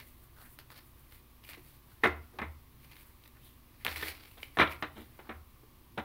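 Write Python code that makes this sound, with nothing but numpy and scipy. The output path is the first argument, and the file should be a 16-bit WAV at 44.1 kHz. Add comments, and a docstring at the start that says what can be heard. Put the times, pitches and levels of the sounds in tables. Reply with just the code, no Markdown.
"""In a small furnished room, a deck of large cards is shuffled in the hands and knocked on a wooden table.
Sliding cards are noise shaped into a papery scrape and a high fizz, and snapping corners are short sines
with a flutter and a tick. Each knock is a burst of noise grains, many edges landing within moments,
that rings the table top. The room answers with echoes, over a faint hum, rumble and microphone hiss."""
import sys
import numpy as np
from scipy import signal
from scipy.fft import rfft, irfft
from scipy.io import wavfile
from scipy.ndimage import uniform_filter1d

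SR = 44100
rng = np.random.default_rng(int(sys.argv[2]) if len(sys.argv) > 2 else 0)


def file_out(sig):
    """Save sig as 16-bit WAV at sys.argv[1]."""
    # one column per channel
    cols = np.atleast_2d(sig).T
    # limit, then scale
    lim = np.clip(cols, -1, 1)
    pcm = np.round(lim * 32767).astype(np.int16)
    wavfile.write(sys.argv[1], SR, pcm)


N = 266754  # length of the scene [samples]

# tone of cards rubbing, low and high part: (frequency [Hz], relative level [dB])
SCRAPE_TONE = [(180, -33), (300, -2.5), (387, -7), (846, -7.5), (2200, -6.5), (4500, -5), (6550, -20.5),
               (7500, -22.5), (9750, -91), (16500, -120)]
FIZZ_TONE = [(3820, -44), (6500, -21), (9620, -9.5), (10600, -8.5), (15100, -5), (16000, -8.5)]
# strokes of cards over cards or fingers: (time of the height [s], rise [s], fall [s], scrape level [dB],
# fizz level [dB], ringing pitch of the gap between cards [Hz], hollowness [0-1])
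CARD_STROKES = [(0, .01, 0.018, -45.5, -56, 2100, 0.53), (.085, 0.13, 0.067, -70.5, -59.5, 2000, 0.2),
                (.18, .025, .025, -78, -66, 1550, .5), (.24, .03, 0.028, -71, -60.5, 1270, .5),
                (.38, .02, .05, -62, -63, 1250, 0.7), (.425, 0.044, 0.044, -59.5, -57.5, 1077, 0.5),
                (.462, .03, 0.025, -59, -57.5, 1900, 0.86), (.538, 0.071, 0.024, -80, -57, 1350, .5),
                (0.598, 0.0052, 0.013, -50.5, -55, 2080, 0.03), (.712, 0.0066, 0.028, -54, -55, 1130, 0.6),
                (.775, .02, 0.031, -54.5, -56, 2005, 0.07), (.87, 0.049, 0.061, -80, -62.5, 1300, .6),
                (.995, 0.026, .06, -72, -62.5, 1400, 0.4), (1.15, 0.051, 0.04, -62, -57.5, 2100, 0.1),
                (1.45, .012, 0.036, -59, -57.5, 2560, 0.5), (1.497, 0.018, 0.052, -51.5, -50, 2280, 0.2),
                (1.54, 0.029, 0.02, -51, -65, 2226, 0.56), (1.69, 0.11, 0.066, -66, -59.5, 2200, 0),
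                (1.745, 0.026, 0.039, -66.5, -63, 1790, 0.1), (1.92, 0.071, .1, -70.5, -65, 1220, .5),
                (2.05, 0.013, 0.042, -45, -56, 1970, 0.4), (2.24, 0.043, 0.35, -73.5, -73, 1200, 0.7),
                (2.845, 0.033, 0.033, -62, -60, 2400, 0.2), (2.915, 0.0093, 0.031, -56.5, -62, 2400, 0.25),
                (3.015, 0.094, 0.037, -60.5, -58, 2300, 0.4), (3.075, .03, 0.044, -71, -61, 1440, .5),
                (3.255, 0.044, 0.02, -66.5, -65, 2700, .8), (3.37, .02, .04, -66, -78, 1510, 1),
                (3.45, 0.022, 0.071, -63.5, -58, 3530, 0.4), (3.74, 0.072, .04, -69.5, -77, 1900, .5),
                (3.815, 0.026, 0.045, -60.5, -63, 1950, 0.5), (4.23, 0.12, 0.087, -57.5, -61.5, 2200, 0.06),
                (4.31, 0.054, 0.081, -79, -62, 2570, 0.3), (4.435, 0.065, 0.053, -57.5, -56, 2300, .2),
                (4.61, 0.053, 0.058, -56.5, -53.5, 2000, .4), (4.72, 0.03, 0.03, -47, -51, 2240, 0.7),
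                (4.815, .03, 0.04, -79, -60.5, 2000, .4), (5.015, 0.087, 0.06, -68, -61.5, 2000, 0.2),
                (5.19, 0.24, 0.062, -70, -67.5, 2010, .5), (5.27, .02, 0.032, -57, -76.5, 900, 0.86),
                (5.982, .008, .04, -64, -77.5, 2020, .5)]


def gain_of(db):
    """Turns decibels into a factor for the wave."""
    return 10 ** (np.asarray(db) / 20)


def evened(x):
    """Scales to an average (rms) strength of 1."""
    return x / np.sqrt(np.mean(x ** 2) + 1e-20)


def unit(x):
    """Scales to energy 1."""
    return x / np.linalg.norm(x)


def read(points, hz):
    """Reads a table at any frequency, with pitch spaced as the ear hears it (logarithmic)."""
    f, value = np.transpose(points)
    return np.interp(np.log(hz + 1), np.log(f + 1), value)


def add(mix, s, sound):
    """Adds a sound to the mix at s seconds, cut off at the end of the mix."""
    part = mix[round(s * SR):][:len(sound)]
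    part += sound[:len(part)]


def colour(points, size=4096):
    """Makes a filter with the given tone and energy 1; it never sounds ahead of its input."""
    hz = abs(np.fft.fftfreq(size, 1 / SR))
    log_gain = np.log(gain_of(np.maximum(read(points, hz), -100)))
    # this phase packs the energy as early as possible
    phase = -signal.hilbert(log_gain).imag
    taps = np.fft.ifft(np.exp(log_gain + 1j * phase)).real[:size // 2]
    return unit(taps)


def grains(size, spread_db):
    """Noise whose samples differ in size by spread_db: the wider, the more like a rain of tiny clicks."""
    boost_db = spread_db * np.minimum(rng.exponential(1, size), 5)
    return evened(rng.standard_normal(size) * gain_of(boost_db))


def resonate(x, hz, width):
    """A resonance of gain 1: shifts the pitch hz (fixed or moving) to zero, smooths, and shifts back."""
    turn = np.exp(2j * np.pi * np.cumsum(hz * np.ones(len(x))) / SR)
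    r = np.exp(-np.pi * width / SR)
    smooth = signal.lfilter([1 - r], [1, -r], x / turn + 1e-18)
    return 2 * (turn * smooth).real


def floor():
    """Room rumble and microphone hiss are shaped noise; hum tones are sines, the higher wavering more."""
    # tone of rumble and hiss: (frequency [Hz], relative level [dB])
    floor_tone = [(15, -4.5), (30, -1), (42, -4.5), (52, -10.5), (80, -1), (135, -1), (163, -15),
                  (234, -10.5), (350, -11.5), (430, -19.5), (720, -23.5), (1150, -16), (1400, -26.5),
                  (2200, -24.5), (4000, -27.5), (7310, -35.5), (10000, -30), (13500, -24.5), (16000, -23.5)]
    # hum tones: (frequency [Hz], level around which it wavers [dB rms])
    hum_tones = [(26.9, -71), (59.2, -64), (119, -83), (242.2, -76)]
    floor_db = -59  # rms
    t = np.arange(N) / SR
    spectrum = rfft(rng.standard_normal(N))
    hiss = irfft(spectrum * gain_of(read(floor_tone, np.fft.rfftfreq(N, 1 / SR))), N)
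    hum = np.zeros(N)
    for hz, db in hum_tones:
        waver_db = hz / 100 * evened(uniform_filter1d(rng.standard_normal(N), size=8000))
        sine = np.sin(2 * np.pi * (hz * t + rng.random()))
        hum += np.sqrt(2) * gain_of(db + waver_db) * sine
    return gain_of(floor_db) * evened(hiss) + hum


def room(x):
    """Walls send back many echoes: sparse taps of random sign, each band dying at its own speed."""
    # (frequency [Hz], time to die away by 60 dB [s])
    room_decay = [(200, 0.32), (600, 0.33), (1300, 0.38), (1750, 0.25), (2150, 0.33), (2700, 0.3),
                  (4000, 0.27), (10000, 0.19)]
    taps = np.zeros(SR // 2)
    # one echo at a random place in every 20 samples
    at = np.arange(100, len(taps) - 20, 20)
    taps[at + rng.integers(0, 20, len(at))] = rng.choice([-1., 1.], len(at))
    hz, t, z = signal.stft(taps, SR, nperseg=256)
    fade = gain_of(-60 * t / read(room_decay, hz)[:, None])
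    tail = signal.istft(z * fade, SR, nperseg=256)[1]
    return signal.fftconvolve(x, unit(tail))[:N]


def pressure(t):
    """Gain of scrape and fizz: each stroke swells to its height and dies away; the cascade joins them."""
    # half the deck spilling onto the table: (time [s], scrape level [dB], fizz level [dB])
    cascade = [(3.848, -70, -68), (3.853, -53, -48), (3.89, -46.5, -51), (3.924, -43.5, -48.5),
               (3.954, -53, -55), (3.967, -40.5, -45), (3.987, -46.5, -50), (4.022, -47.5, -49),
               (4.036, -44.5, -48), (4.06, -46, -47.5), (4.088, -40, -42.5), (4.136, -55.5, -58.5),
               (4.18, -59, -62)]
    drop_db = 11  # level lost over one rise or fall time
    s, *levels_db = np.transpose(cascade)
    gains = [gain_of(np.interp(t, s, db, -200, -200)) for db in levels_db]
    for s, rise, fall, *levels_db in np.array(CARD_STROKES)[:, :-2]:
        # distance from the height, counted in rise or fall times
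        away = np.maximum((s - t) / max(rise, .002), (t - s) / max(fall, .002))
        strokes = [gain_of(db - drop_db * away) for db in levels_db]
        gains = [np.hypot(gain, stroke) for gain, stroke in zip(gains, strokes)]
    return gains


def sliding():
    """Card faces catch and slip: a low scrape and a high fizz that flicker together."""
    t = np.arange(N) / SR
    coarse = np.arange(0, N, 32) / SR
    scrape_gain, fizz_gain = (np.interp(t, coarse, gain) for gain in pressure(coarse))
    s, *_, gap_hz, hollow = np.transpose(CARD_STROKES)
    gap_hz = np.interp(t, s, gap_hz)
    hollow = np.clip(np.interp(t, s, hollow), 0, 1)

    # random flicker of 3 dB rms
    catch = gain_of(3 * evened(uniform_filter1d(rng.standard_normal(N), size=250)))
    rub = grains(N, spread_db=5.0) * catch
    rub = evened(signal.oaconvolve(rub, colour(SCRAPE_TONE))[:N])
    # the air between the cards rings
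    wedge = resonate(rub, gap_hz, width=1200)
    wedge = resonate(wedge, gap_hz, width=1200)
    scrape = np.sqrt(1 - hollow) * rub + np.sqrt(hollow) * evened(wedge)

    # the fizz flickers less
    fizz = grains(N, spread_db=3.5) * catch ** 0.28
    fizz = evened(signal.oaconvolve(fizz, colour(FIZZ_TONE))[:N])
    return scrape * scrape_gain, fizz * fizz_gain


def snaps():
    """A bent card lets go: a few cycles of flexing, with a brief flutter and a crisp edge tick at once."""
    # (time [s], flex level [dB], pitch [Hz], edge tick level [dB], cycles of ring)
    card_snaps = [(.5886, -33, 2000, -42, .7), (.7032, -40, 1060, -53, 1.2), (.762, -48, 3800, -58, 1.2),
                  (1.1233, -55, 2140, -52, 1.2), (1.439, -50, 3000, -58, 1.2),
                  (1.4905, -33, 2300, -44, 1.1), (1.5338, -35, 2700, -56, 1.5),
                  (1.5413, -39, 1600, -58, 1.5), (2.387, -40, 4000, -54, .8), (2.417, -40, 3600, -60, 2),
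                  (2.846, -52, 2600, -62, 1.2), (2.914, -52, 2800, -60, 1.5), (2.9665, -38, 2010, -56, 1.2),
                  (3.238, -52, 2600, -60, 1.2), (3.259, -48, 1900, -66, 2), (3.277, -58, 2500, -46, .9),
                  (3.8491, -16, 3300, -27, 1.6), (3.8657, -8.5, 2300, -38, 1.0),
                  (3.9606, -27, 2250, -40, 2.5), (3.9786, -38, 2300, -38, 1.3),
                  (4.0295, -32, 1900, -40, 1.3), (4.0705, -32, 2190, -42, 4), (4.0832, -27, 2460, -44, 2.5),
                  (4.4307, -27, 2280, -45, 4), (4.431, -29, 2900, -60, 4), (4.8253, -13, 1800, -56, .5)]
    # flutter level at a 0 dB snap, dB of flutter per dB of snap, and its fading time
    flutter_db, flutter_growth, flutter_s = -31.5, 0.38, 0.0021
    out, t = np.zeros(N), np.arange(1500) / SR
    scrape, fizz = colour(SCRAPE_TONE), colour(FIZZ_TONE)
    for s, db, hz, edge_db, cycles in card_snaps:
        onset = 1 - np.exp(-t / .0001)
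        flex = np.sin(2 * np.pi * hz * t) * np.exp(-t * hz / max(cycles, .3)) * onset
        rattle = signal.fftconvolve(rng.standard_normal(1500), scrape)[:1500]
        flutter = evened(rattle + resonate(rattle, hz, width=5400)) * np.exp(-t / flutter_s)
        burst = rng.standard_normal(1500) * np.exp(-t / 0.0016)
        tick = signal.fftconvolve(burst, fizz)[:1500]
        flutter_gain = gain_of(flutter_db + flutter_growth * db)
        add(out, s, gain_of(db) * flex + flutter_gain * flutter + gain_of(edge_db) * tick)
    return out


def ringing(modes, t):
    """A struck board rings at several pitches: one row of dying sine for each."""
    return np.array([gain_of(db - 60 * t / t60) * np.sin(2 * np.pi * hz * t) for hz, db, t60 in modes])


def knocks():
    """Card edges land in a quick clatter that rings the table, and the table sways."""
    # (time [s], clatter level [dB], rise [s], landing spread [s], deck ring [Hz],
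    # edge crackle over the clatter level [dB], thud peak [dB], thud centre [Hz], low boom [dB])
    deck_knocks = [(1.571, -72, .002, 0.0093, 1200, -13, -48.5, 330, -64.5),
                   (2.0344, -20.5, 0.0025, .015, 1950, -15.5, -22.5, 380, -70),
                   (2.049, -22.5, .004, 0.018, 2020, -21, -26.5, 338, -41.5),
                   (2.067, -37, .003, 0.012, 2250, -28, -33, 357, -70.5),
                   (2.33, -71, 0.01, 0.062, 702, -18, -50, 300, -62),
                   (2.387, -36, 0.00059, 0.018, 1010, -16, -40.5, 300, -47.5),
                   (2.415, -36, 0.0011, 0.026, 2000, -21, -38, 241, -50.5),
                   (3.851, -38.5, .001, 0.02, 1200, -18, -44, 440, -64),
                   (3.875, -35, 0.0038, 0.0085, 1650, -2.5, -52, 290, -46),
                   (4.023, -34.5, 0.0034, 0.011, 1820, -9, -42, 390, -54.5),
                   (4.368, -55.5, 0.01, 0.022, 900, -6.5, -60, 400, -61),
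                   (4.571, -30.5, .0006, .008, 1260, -14.5, -31, 400, -54),
                   (4.586, -22.5, 0.0013, 0.0085, 1070, -7.5, -36, 300, -57.5),
                   (4.594, -19.5, 0.0041, 0.015, 2000, -11.5, -21.5, 420, -51),
                   (4.608, -19, 0.0072, 0.02, 1260, -13, -28, 300, -63),
                   (4.672, -41, .001, 0.0053, 2200, 1, -51, 300, -74),
                   (4.823, -33.5, 0.0021, 0.022, 1340, -12, -40.5, 272, -56),
                   (4.95, -57, 0.025, 0.044, 2100, -2, -40, 225, -58),
                   (5.19, -50, 0.00052, 0.02, 836, -12.5, -47, 350, -74),
                   (5.291, -41, 0.00085, 0.029, 1430, -16, -39.5, 223, -49),
                   (5.632, -73, 0.0019, 0.0079, 960, -23, -53.5, 408, -72),
                   (5.974, -33.5, .005, 0.02, 740, -13.5, -33.5, 200, -50)]
    # pitches of the table top: (frequency [Hz], relative level [dB], time to die away by 60 dB [s])
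    table_modes = [(140, -6, 0.137), (180, -12, .1), (225.3, 7, 0.17), (297.5, 8, 0.12), (356.5, 7, .15),
                   (437, 8, .1), (572, -10, 0.08), (654, 0, .1)]
    # slow sway of the table: (frequency [Hz], level over the low boom [dB], time to its height [s])
    sway_modes = [(76, 0, .072), (86, -9, .05)]
    # the deck's dull body and the crackle of its card edges: (frequency [Hz], relative level [dB])
    deck_tone = [(200, 1), (500, 0.5), (1000, 2.5), (2300, 2.5), (2900, -8), (5000, -33), (9000, -33),
                 (16000, -109)]
    crackle_tone = [(1500, -64), (2800, 8), (3900, 6.5), (4500, -10.5), (6000, -15.5), (9000, -65),
                    (16000, -32.5)]

    out, sway, t = np.zeros(N), np.zeros(N), np.arange(SR // 2) / SR
    plate = ringing(table_modes, t)
    mode_hz = np.array(table_modes)[:, :1]
    deck, crackle = colour(deck_tone), colour(crackle_tone)
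    u = t[:8000]
    for s, db, rise, spread, ring_hz, crackle_db, thud_db, thud_hz, boom_db in deck_knocks:
        # how strongly the edges land: a short rise, then a dying away
        late = np.maximum(u - rise, 0) / max(spread, .001)
        landing = np.minimum(u / max(rise, .0003), 1) * np.exp(-late ** 1.4)
        blow = gain_of(db) * np.linalg.norm(landing)

        clatter = grains(8000, spread_db=0.0) * landing
        body = signal.fftconvolve(clatter, deck)
        add(out, s, blow * unit(body + 0.9 * resonate(body, ring_hz, width=400)))

        edges = signal.fftconvolve(grains(8000, spread_db=8.5) * landing, crackle)
        add(out, s, blow * gain_of(crackle_db) * unit(edges))

        # the spot that is struck favours the table modes near thud_hz: 13 dB less per octave away
        near = gain_of(-13 * abs(np.log2(mode_hz / thud_hz)))
        # the step from sample to sample favours the higher pitches
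        thud = np.diff(signal.fftconvolve(clatter, (near * plate).sum(0)))
        add(out, s, gain_of(thud_db) * thud / abs(thud).max())

        for hz, share_db, height in sway_modes:
            swell = (t / height * np.exp(1 - t / height)) ** 2
            wave = np.sin(2 * np.pi * hz * (s + t))
            add(sway, s, gain_of(boom_db + share_db) * swell * wave)
    return out, sway


def scene():
    """Adds the room to knocks, snaps and scrape, then joins the sway, the fizz and the background."""
    room_db = -11
    scrape, fizz = sliding()
    knock, sway = knocks()
    near = knock + snaps() + scrape
    cards = near + gain_of(room_db) * room(near)
    # knocks, snaps and scrape keep little below 85 Hz; the table's sway carries the deep part
    low_cut = signal.butter(4, 85, "high", fs=SR, output="sos")
    cards = signal.sosfilt(low_cut, cards)
    return (cards + sway + fizz + floor())[None]


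def record(dry):
    """The band limit of the recorder: a steep filter takes away the highest treble."""
    edge_hz = 15800
    taps = signal.firwin(511, edge_hz, window=("kaiser", 9), fs=SR)
    return signal.oaconvolve(dry, taps[None], "same")


dry = scene()
out = record(dry)
file_out(out)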